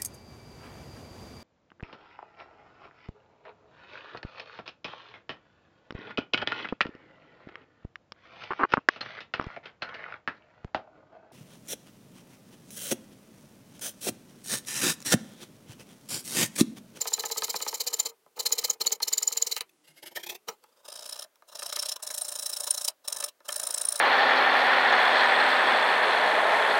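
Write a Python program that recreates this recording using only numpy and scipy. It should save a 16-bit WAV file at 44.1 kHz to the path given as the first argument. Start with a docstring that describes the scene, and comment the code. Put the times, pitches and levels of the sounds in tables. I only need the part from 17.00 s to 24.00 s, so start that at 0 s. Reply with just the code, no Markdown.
"""Fast-motion coping saw

A coping saw cuts a plank held in a vise in a small workshop, all in fast motion.
Strokes rasp as teeth and torn fibres drive saw and plank; squeals are sine chirps; the return rubs softly.
Knocks at the turns pair a steel tick with a wooden clack; scrapes, a low thud, a room tail and air fill in.
The pace sags while the blade is eased round a corner, then climbs; saw and plank resonances follow it."""
import sys
import numpy as np
from scipy import signal
from scipy.fft import rfft, irfft
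from scipy.io import wavfile
from scipy.ndimage import uniform_filter1d, map_coordinates

SR = 44100
rng = np.random.default_rng(int(sys.argv[2]) if len(sys.argv) > 2 else 0)


def log_audio(samples):
    """Write samples as a 16-bit WAV file to the path given in sys.argv[1]."""
    # one column per channel
    frames = np.atleast_2d(samples).T
    # limit to full scale, then quantise
    limited = np.clip(frames, -1, 1)
    pcm = np.round(limited * 32767).astype(np.int16)
    wavfile.write(sys.argv[1], SR, pcm)


N = 308700

# Event levels are relative: each layer adds its own trim in scene().
# A spread is that of the power of a bell-shaped swell.
# pace of the fast motion: t/s, factor on the resonances
PACE_CURVE = [(0, 1), (2.6, 1), (2.8, .68), (3.05, .72), (3.2, .78), (3.35, .87), (3.55, 1.04), (3.8, 1.23),
              (4.0, 1.29), (4.3, 1.315), (7, 1.315)]
# runs of even strokes: first t/s, last t/s, strokes, extra share of first gap, extra share of last gap,
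# spread/s, steel level/dB at start, middle and end, wood level/dB, return level/dB, squeal level/dB,
# knock level/dB at the turns
STROKE_RUNS = [(0.017, 0.748, 13, 0.0091, 0.035, 0.0049, -30, -29, -29.5, -43, -47, -27.5, -40.5),
               (0.81, 1.063, 5, 0.1, 0.047, 0.0047, -27, -28.5, -28.5, -41, -48.5, -28, -57),
               (1.401, 1.705, 6, 0.033, -0.097, 0.0042, -25.5, -23.5, -26.5, -40, -47, -28.5, -49),
               (1.815, 1.926, 3, 0.01, 0.076, 0.0043, -28.5, -24, -26, -40.5, -49, -27, -48),
               (2.03, 2.521, 11, 0.097, -0.0053, 0.004, -25, -29, -26.5, -46, -50, -28, -52),
               (3.886, 4.226, 11, 0.14, -0.065, 0.0026, -41, -36, -37, -47, -49, -60, -69),
               (4.556, 4.922, 12, 0.2, -0.093, 0.0031, -37.5, -29, -28.5, -45, -49.5, -57, -53.5),
               (5.032, 5.884, 25, 0.17, -0.047, 0.0034, -31, -30.5, -27.5, -46, -47, -60, -71.5),
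               (6.083, 6.243, 5, 0.18, -0.05, 0.0026, -25.5, -29, -29, -41, -44, -34, -52),
               (6.488, 6.995, 15, 0.062, -0.048, 0.0026, -31.5, -26, -31, -41, -42.5, -26, -49)]
# loud squeals, where the teeth lock on to a resonance of the saw: t/s, f/Hz, level/dB
LOUD_SQUEALS = [(0.017, 7180, -19), (0.139, 7090, -15.5), (0.14, 4066, -22.5), (0.943, 7150, -20),
                (1.001, 7130, -15), (1.06, 7180, -24.5), (1.467, 4190, -18.5), (1.526, 6810, -14.5),
                (1.702, 6850, -14), (1.816, 4180, -20.5), (1.87, 6940, -14.5), (1.876, 4380, -18.5),
                (1.924, 6950, -18), (2.032, 4300, -19), (2.135, 7130, -16), (2.182, 7050, -16),
                (2.231, 7020, -18), (2.278, 7100, -12.5), (2.375, 7080, -18.5), (2.425, 6950, -14),
                (3.174, 1840, -31), (3.3, 3350, -31.5), (3.49, 5730, -30), (4.795, 5440, -22.5),
                (4.922, 5290, -24.5), (5.22, 8850, -21), (5.709, 9010, -11.5), (5.886, 4890, -21.5),
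                (6.492, 3100, -29), (6.746, 8000, -19), (6.854, 9660, -19), (6.889, 9360, -13)]
# hard or lone jolts of the plank: t/s, wood level/dB, steel tick level/dB
HARD_KNOCKS = [(0.054, -36.5, -51), (0.236, -33.5, -43.5), (0.421, -33.5, -30), (0.541, -32, -39),
               (0.663, -35, -36), (1.262, -57, -69), (1.375, -43.5, -63), (1.455, -43, -42),
               (1.806, -39.5, -31.5), (2.002, -41, -48), (2.565, -40, -29), (2.608, -42, -32),
               (3.169, -41.5, -44.5), (3.485, -35.5, -36.5), (3.639, -57.5, -57.5), (4.357, -68.5, -66),
               (4.422, -55, -64), (4.621, -40, -47), (4.725, -39, -35.5), (4.769, -39.5, -44),
               (4.83, -42, -45), (5.103, -43.5, -42), (6.078, -55, -39.5), (6.226, -39.5, -40),
               (6.404, -58, -66), (6.491, -36.5, -35.5)]
# firm scrapes of the blade in the kerf: t/s, spread/s, steel level/dB, wood level/dB
FIRM_SCRAPES = [(2.571, 0.0058, -34, -60), (2.612, 0.0032, -38, -73), (2.695, 0.0016, -60, -72),
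                (2.977, 0.0093, -56.5, -61.5), (3.033, 0.0043, -46, -44.5), (3.069, 0.0069, -43.5, -50),
                (3.119, 0.0052, -55.5, -50.5), (3.165, 0.0057, -35, -43.5), (3.2, 0.0071, -50, -50),
                (3.238, 0.0041, -40.5, -49), (3.269, 0.0038, -39.5, -40), (3.299, 0.0051, -36, -41.5),
                (3.323, 0.0056, -47, -43), (3.353, 0.0039, -43.5, -43.5), (3.488, 0.0058, -42.5, -34.5),
                (3.515, 0.011, -59, -48.5), (4.49, 0.0064, -54.5, -53.5), (4.963, 0.0022, -36, -38),
                (5.0, 0.0042, -58, -49.5), (5.675, 0.0042, -33.5, -36.5), (5.883, 0.0023, -25.5, -37.5),
                (6.286, 0.0039, -42, -49)]
# faint scratching while the blade is twisted: from t/s, to t/s, steel level/dB, wood level/dB
BLADE_TWISTS = [(2.836, 2.95, -64.5, -68.5), (3.584, 3.84, -70.5, -64)]
# resonances and notches of blade and frame at pace 1: f/Hz, width/Hz, level/dB
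SAW_MODES = [(3028, 277, 11.5), (3376, 170, -12), (4078, 244, 12.5), (4590, 250, 4), (4850, 160, -3),
             (5310, 360, 3.5), (5420, 36, 6), (5460, 140, -6.5), (6150, 130, 5.5), (6995, 310, 2.5),
             (6930, 230, 9), (7300, 110, 9.5), (8480, 330, 6), (10400, 320, -9), (11470, 1700, 6.5),
             (12100, 260, 4), (12420, 180, -6), (12950, 300, 7), (15300, 360, 11)]
# resonances and notches of the plank in the vise at pace 1: f/Hz, width/Hz, level/dB
PLANK_MODES = [(302, 56, 1.5), (432.5, 73, 11.5), (489, 110, 5.5), (622, 110, -5.5), (784, 330, 2),
               (830, 91, 1), (1030, 71, 0.5), (1316, 220, 8.5), (1416, 210, -7), (1852, 90, 0.5),
               (2016, 160, 7.5), (2380, 50, 5), (2430, 150, 8.5)]
# broad steel colour in the first cut, at pace 1: f/Hz, level/dB
FIRST_CUT_STEEL = [(150, -62.5), (1200, -34), (1700, -14), (2200, -4), (2700, -14.5), (3500, -5.5),
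                   (4800, -0.5), (6500, -1), (8200, -6.5), (10500, -6.5), (14000, -8), (17000, -9)]
# broad steel colour in the new kerf, at pace 1: f/Hz, level/dB
NEW_KERF_STEEL = [(150, -54.5), (1000, -19), (1700, -10.5), (2400, 3.5), (2900, -1.5), (3500, 5), (4500, 0),
                  (6500, -1.5), (8200, -1), (10000, -5), (12000, -13), (17000, -15)]
# broad steel colour in the deep kerf, at pace 1: f/Hz, level/dB
DEEP_KERF_STEEL = [(150, -65), (1200, -15), (1800, -11.5), (2400, -4), (3500, -2), (4800, -0.5), (6500, 2),
                   (8200, 0), (10000, -5.5), (12000, -8.5), (17000, -17)]
# broad steel colour of a scrape, at pace 1: f/Hz, level/dB
SCRAPED_STEEL = [(150, -27.5), (500, -16.5), (850, -8), (1250, -13), (2200, 2), (3500, -4), (4800, -1.5),
                 (6500, -5), (8200, -8), (10500, -8), (14000, -15.5), (16000, -1), (22000, -14)]
# broad steel colour of the tick in a knock, at pace 1: f/Hz, level/dB
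TICKING_STEEL = [(1200, -11), (3000, 2.5), (5000, -0.5), (7000, -12.5), (9500, -1.5), (12000, -9),
                 (17000, -30)]
# broad plank colour under the cutting stroke, at pace 1: f/Hz, level/dB
RASPED_WOOD = [(30, -36), (70, -28.5), (130, -14), (300, -6.5), (600, 4.5), (1100, 0), (1550, -10.5),
               (2400, -16), (3300, -28), (6000, -41)]
# broad plank colour under a sideways scrape, at pace 1: f/Hz, level/dB
SCRAPED_WOOD = [(30, -35), (130, -18), (300, -8.5), (470, -1.5), (600, 1), (850, 5.5), (1150, -1),
                (1550, -6), (2400, -12), (6000, -44)]
# broad plank colour of a knock, at pace 1: f/Hz, level/dB
KNOCKED_WOOD = [(30, -34), (70, -40.5), (150, -18), (330, -7.5), (550, -2.5), (900, 4), (1550, -1.5),
                (2400, -10.5), (3800, -8), (6000, -11.5), (12000, -51.5)]
# still air of the workshop at pace 1: f/Hz, level/dB
AIR_COLOUR = [(30, -27.5), (110, -19), (200, -3.5), (330, -0.5), (435, 7), (560, -2.5), (1200, -4.5),
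              (1700, -8), (7000, -13), (13500, -11), (15300, -13.5), (17000, -28)]

TOP_HZ = 15950  # upper edge of the sound
CORNER_S, DEEP_S = 3.5, 5.0  # the new kerf begins; it is deep
PLANK_RISE = 1.046  # beyond the corner the plank rings higher under the strokes by this factor
SETTLE_STROKES = 0.99  # the arm finds and loses its rhythm within about this many strokes
STEEL_SCATTER_DB, SQUEAL_SCATTER_DB, KNOCK_SCATTER_DB = 1.24, 2.0, 3  # from stroke to stroke
SQUEAL_HZ = 7250  # the resonance of the saw that sings most readily, at pace 1
TURN_SHARE = 0.35  # the saw turns round this share of a cycle ahead of the cut
TURN_TICK_DB = -2.5  # steel tick of an ordinary turn, relative to its knock
NEAR_S = 0.012  # an ordinary event this close to a listed one gives way
# after a rest the blade is set in the kerf just ahead of the run
REST_S, SET_LEAD_S, SET_SPREAD_S, SET_STEEL_DB, SET_WOOD_DB = 0.15, 0.03, 0.0054, -51.5, -49.5
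TWIST_PER_S, TWIST_SPREAD_S, TWIST_SCATTER_DB = 29, 0.0061, 4

SIZE = 8192  # samples in one event
T = (np.arange(SIZE) - SIZE // 2) / SR  # time around the event, s
F = np.maximum(np.arange(SIZE // 2 + 1) * SR / SIZE, 1)  # its spectrum bins, Hz


def amp(db):
    """Decibels to gain."""
    return 10 ** (np.asarray(db) / 20)


def pace_at(s):
    """Pace at one moment or at many."""
    return np.interp(s, *np.transpose(PACE_CURVE))


def add(out, s, sound):
    """Mix in a sound centred on time s."""
    at = int(s * SR) - SIZE // 2 + np.arange(SIZE)
    inside = (at >= 0) & (at < N)
    out[at[inside]] += sound[inside]


def colour_db(points, hz):
    """A broad spectrum read on a log-frequency axis."""
    knots, db = np.transpose(points)
    return np.interp(np.log(hz), np.log(knots), db)


def body(colour, modes, pace):
    """Causal response of unit power: resonances on a broad colour, transposed by the pace."""
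    hz = F / pace
    db = colour_db(colour, hz)
    for f, width, peak in modes:
        db = db + peak / (1 + (2 * (hz - f) / width) ** 2)
    # folding the cepstrum on to its first half gives minimum phase
    fold = 1 - np.sign(np.arange(SIZE) - SIZE // 2)
    cepstrum = irfft(np.log(amp(db))) * fold
    cepstrum[0] /= 2
    response = np.exp(rfft(cepstrum))
    power = np.mean(abs(response) ** 2 * (F < TOP_HZ))
    return response / np.sqrt(power)


def ring(force, response):
    """A force sounds through a body."""
    return irfft(rfft(force) * response)


def swell(spread, centre=0, skew=0):
    """Bell-shaped rise and fall of blade speed; skew makes the fall the longer side."""
    side = 1 + skew * np.sign(T - centre)
    return np.exp(-((T - centre) / (2 * spread * side)) ** 2)


def wobble(seconds):
    """Smooth chance of unit spread."""
    size = max(int(seconds * SR), 2)
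    slow = uniform_filter1d(uniform_filter1d(rng.standard_normal(SIZE), size), size)
    return slow / slow.std()


def fibres(grain_db):
    """Tearing wood fibres: dense cracks that come in clumps of limited strength."""
    clumps = 2 * np.tanh(wobble(.0004) / 2)
    cracks = rng.standard_normal(SIZE) * amp(grain_db * clumps)
    cracks = 2 * np.tanh(cracks / (2 * cracks.std()))
    return cracks / cracks.std()


def teeth(hz, arch_s, jitter, lead_s=0):
    """Teeth strike the kerf at a rate that rises and falls with blade speed."""
    arch = 1 / (1 + ((T - lead_s) / arch_s) ** 2)
    rate = hz * arch * (1 + jitter * wobble(0.0006))
    return np.sqrt(2) * np.sin(2 * np.pi * np.cumsum(rate) / SR)


def air(level_db=-71, hiss_db=-81):
    """Faint room noise, whose colour slides with the pace, over a thin even hiss."""
    hz = np.maximum(np.arange(N + 1) * SR / (2 * N), 1)
    room = irfft(rfft(rng.standard_normal(2 * N)) * amp(colour_db(AIR_COLOUR, hz)))
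    # reading the noise at the speed of the pace transposes it
    position = np.cumsum(pace_at(np.arange(N) / SR))
    room = map_coordinates(room, [position], order=3, mode="wrap")
    return amp(level_db) * room / room.std() + amp(hiss_db) * rng.standard_normal(N)


def unless_near(event, table):
    """The event as a list, empty where one of the table takes its place."""
    return [event] if all(abs(event[0] - row[0]) > NEAR_S for row in table) else []


def sawing():
    """The arm's rhythm: each run eases in and out; strokes cut, sing a little and turn with a knock."""
    cuts, sings, turns = [], [], []
    for (first, last, count, ease_in, ease_out, spread,
         start, middle, end, wood, back, squeal, knock) in STROKE_RUNS:
        count = int(round(count))
        unsettled = np.exp(-np.arange(count - 1) / SETTLE_STROKES)
        gaps = 1 + ease_in * unsettled + ease_out * unsettled[::-1]
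        progress = np.append(0, np.cumsum(gaps))
        progress /= progress[-1]
        cycle = (last - first) / (count - 1)
        for u, chance in zip(progress, rng.standard_normal((count, 3))):
            s = first + u * (last - first)
            steel = np.interp(2 * u, np.arange(3), [start, middle, end]) + STEEL_SCATTER_DB * chance[0]
            cuts.append((s, cycle, spread, steel, wood, back))
            sing = squeal + SQUEAL_SCATTER_DB * chance[1]
            sings += unless_near((s, SQUEAL_HZ * pace_at(s), sing), LOUD_SQUEALS)
            jolt = knock + KNOCK_SCATTER_DB * chance[2]
            if u > 0:
                turn = (s - TURN_SHARE * cycle, jolt, jolt + TURN_TICK_DB)
                turns += unless_near(turn, HARD_KNOCKS)
    return cuts, sings, turns


def kerf_colour(s):
    """The first cut is bright; the new kerf starts dull and brightens once it is deep."""
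    if s < CORNER_S:
        return FIRST_CUT_STEEL
    return NEW_KERF_STEEL if s < DEEP_S else DEEP_KERF_STEEL


def strokes(cuts, out_db, wood_db, return_db, crumb_db, tooth_share, tooth_hz, detune):
    """Teeth and fibres drive saw and plank; the blade then slides back over crumbs with little pressure."""
    out = np.zeros(N)
    for s, cycle, spread, steel, wood, back in cuts:
        pace = pace_at(s)
        speed, load, lead = rng.standard_normal(3)  # no two strokes are alike
        saw = body(kerf_colour(s), SAW_MODES, pace * (1 + 0.007 * load))  # pressure tightens the blade
        rise = PLANK_RISE if s > CORNER_S else 1
        plank = body(RASPED_WOOD, PLANK_MODES, pace * (1 + detune * load) * rise)
        push = swell(spread, skew=.08)
        slide = swell(0.08 * cycle, .5 * cycle)
        tooth_rate = tooth_hz * pace * (1 + 0.15 * speed)
        bite = teeth(tooth_rate, 3.2 * spread, jitter=.045, lead_s=0.38 * spread * lead)
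        cut = (fibres(grain_db=7.5) + tooth_share * bite) * push * amp(steel + out_db)
        rub = rng.standard_normal(SIZE) * slide * amp(back + return_db)  # no fibres tear on the way back
        shake = fibres(grain_db=2) * swell(1.12 * spread) * amp(wood + wood_db)
        crumbs = fibres(grain_db=11.0) * swell(0.3 * cycle, .5 * cycle) * amp(back + crumb_db)
        add(out, s, ring(cut + rub, saw) + ring(shake + crumbs, plank))
    return out


def squeals(rows, level_db, spread_s, tail_db, tail_s):
    """A chirp builds at the height of the stroke and rings on briefly in the blade."""
    out = np.zeros(N)
    for s, hz, db in rows:
        pace = pace_at(s)
        chirp = teeth(hz, 0.055 / pace, jitter=0.022, lead_s=-0.00101) * swell(spread_s / pace)
        fade = np.exp(-abs(T) * pace / tail_s) * np.clip(T / 0.0027, 0, 1)
        tail = np.sin(2 * np.pi * hz * T) * fade
        add(out, s, amp(db + level_db) * (chirp + amp(tail_db) * tail))
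    return out


def workshop(sound, low_db, high_db, low_t60, high_t60):
    """Bench and close walls return a short tail that lasts longer in the bass."""
    t = np.arange(SIZE * 2) / SR
    echo = 0
    for kind, db, t60 in (("low", low_db, low_t60), ("high", high_db, high_t60)):
        tail = rng.standard_normal(len(t)) * amp(-60 * t / t60) * np.clip(t / 0.0029, 0, 1)
        tail /= np.linalg.norm(tail)
        band = signal.butter(N=3, Wn=2200, btype=kind, fs=SR, output="sos")
        echo = echo + amp(db) * signal.sosfilt(band, tail)
    return sound + signal.fftconvolve(sound, echo)[:N]


def knocks(rows, wood_db, tick_db, decay_s, tick_s, spread_s, bright_hz):
    """A steel tick and a clack whose bass comes late: low bending waves travel slower in the plank."""
    out = np.zeros(N)
    for s, wood, tick in rows:
        pace = pace_at(s)
        # delay is spread_s / pace at 1 kHz and grows as 1 / sqrt(f) below
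        bending = np.exp(-4j * np.pi * spread_s / pace * np.sqrt(F * 1000))
        corner_hz = bright_hz * amp(0.86 * (tick + 49.5))
        contact = 1 / (1 + 1j * F / corner_hz) ** 2  # soft contacts are dull
        rattle = fibres(grain_db=1.0) * (T >= 0) * np.exp(-abs(T) * pace / decay_s)
        clack = ring(rattle, body(KNOCKED_WOOD, PLANK_MODES, pace) * bending * contact)
        clack /= np.sqrt(np.sum(clack ** 2) / (0.0088 * SR))  # even energy before the level is set
        snap = fibres(grain_db=-12.0) * (T >= 0) * np.exp(-abs(T) / tick_s)
        click = ring(snap, body(TICKING_STEEL, SAW_MODES, pace))
        add(out, s - .001, amp(wood + wood_db) * clack)
        add(out, s, amp(tick + tick_db) * click)
    return out


def light_scrapes():
    """The blade is set down after each rest and scratches at random while it is twisted."""
    rows = []
    for before, run in zip(STROKE_RUNS, STROKE_RUNS[1:]):
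        if run[0] - before[1] > REST_S:
            rows.append((run[0] - SET_LEAD_S, SET_SPREAD_S, SET_STEEL_DB, SET_WOOD_DB))
    for start, end, steel, wood in BLADE_TWISTS:
        for slot in np.arange(start, end, 1 / TWIST_PER_S):
            s = slot + .5 * rng.random() / TWIST_PER_S
            db = TWIST_SCATTER_DB * rng.standard_normal()
            rows.append((s, TWIST_SPREAD_S, steel + db, wood + db))
    return rows


def scrapes(rows, steel_db, wood_db):
    """The blade is nudged and twisted; a few teeth catch quickly and let go slowly."""
    out = np.zeros(N)
    for s, spread, steel, wood in rows:
        pace = pace_at(s)
        force = fibres(grain_db=2.5) * swell(spread, skew=0.2)
        saw = body(SCRAPED_STEEL, SAW_MODES, pace) * amp(steel + steel_db)
        plank = body(SCRAPED_WOOD, PLANK_MODES, pace) * amp(wood + wood_db)
        add(out, s, ring(force, saw + plank))
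    return out


def bump(s, hz, db, decay_s):
    """A soft low thud while the grip changes: a decaying sine with a gentle onset."""
    out = np.zeros(N)
    fade = np.exp(-abs(T) / decay_s) * np.clip(T / 0.011, 0, 1)
    add(out, s, amp(db) * np.sin(2 * np.pi * hz * T) * fade)
    return out


def scene():
    """Saw and plank in the room."""
    cuts, sings, turns = sawing()
    room_air = air()
    saw = strokes(cuts, out_db=-1.0, wood_db=-0.26, return_db=4.0, crumb_db=-8,
                  tooth_share=0.37, tooth_hz=5460, detune=0.022)
    saw += squeals(LOUD_SQUEALS + sings, level_db=-2.07, spread_s=0.0014, tail_db=-5.5, tail_s=0.0058)
    saw += knocks(HARD_KNOCKS + turns, wood_db=1.0, tick_db=10.5, decay_s=0.0054, tick_s=0.001,
                  spread_s=0.002955, bright_hz=7000)
    saw += scrapes(FIRM_SCRAPES + light_scrapes(), steel_db=1.7, wood_db=-3.0)
    saw += bump(s=2.885, hz=153, db=-63.0, decay_s=0.032)
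    in_room = workshop(saw, low_db=-7.0, high_db=-19.0, low_t60=0.093, high_t60=0.06)
    return (in_room + room_air)[None]


def record(dry):
    """A steep low-pass cuts the top."""
    return signal.sosfilt(signal.ellip(10, .2, 75, TOP_HZ, fs=SR, output="sos"), dry)


dry = scene()
out = record(dry)
log_audio(out)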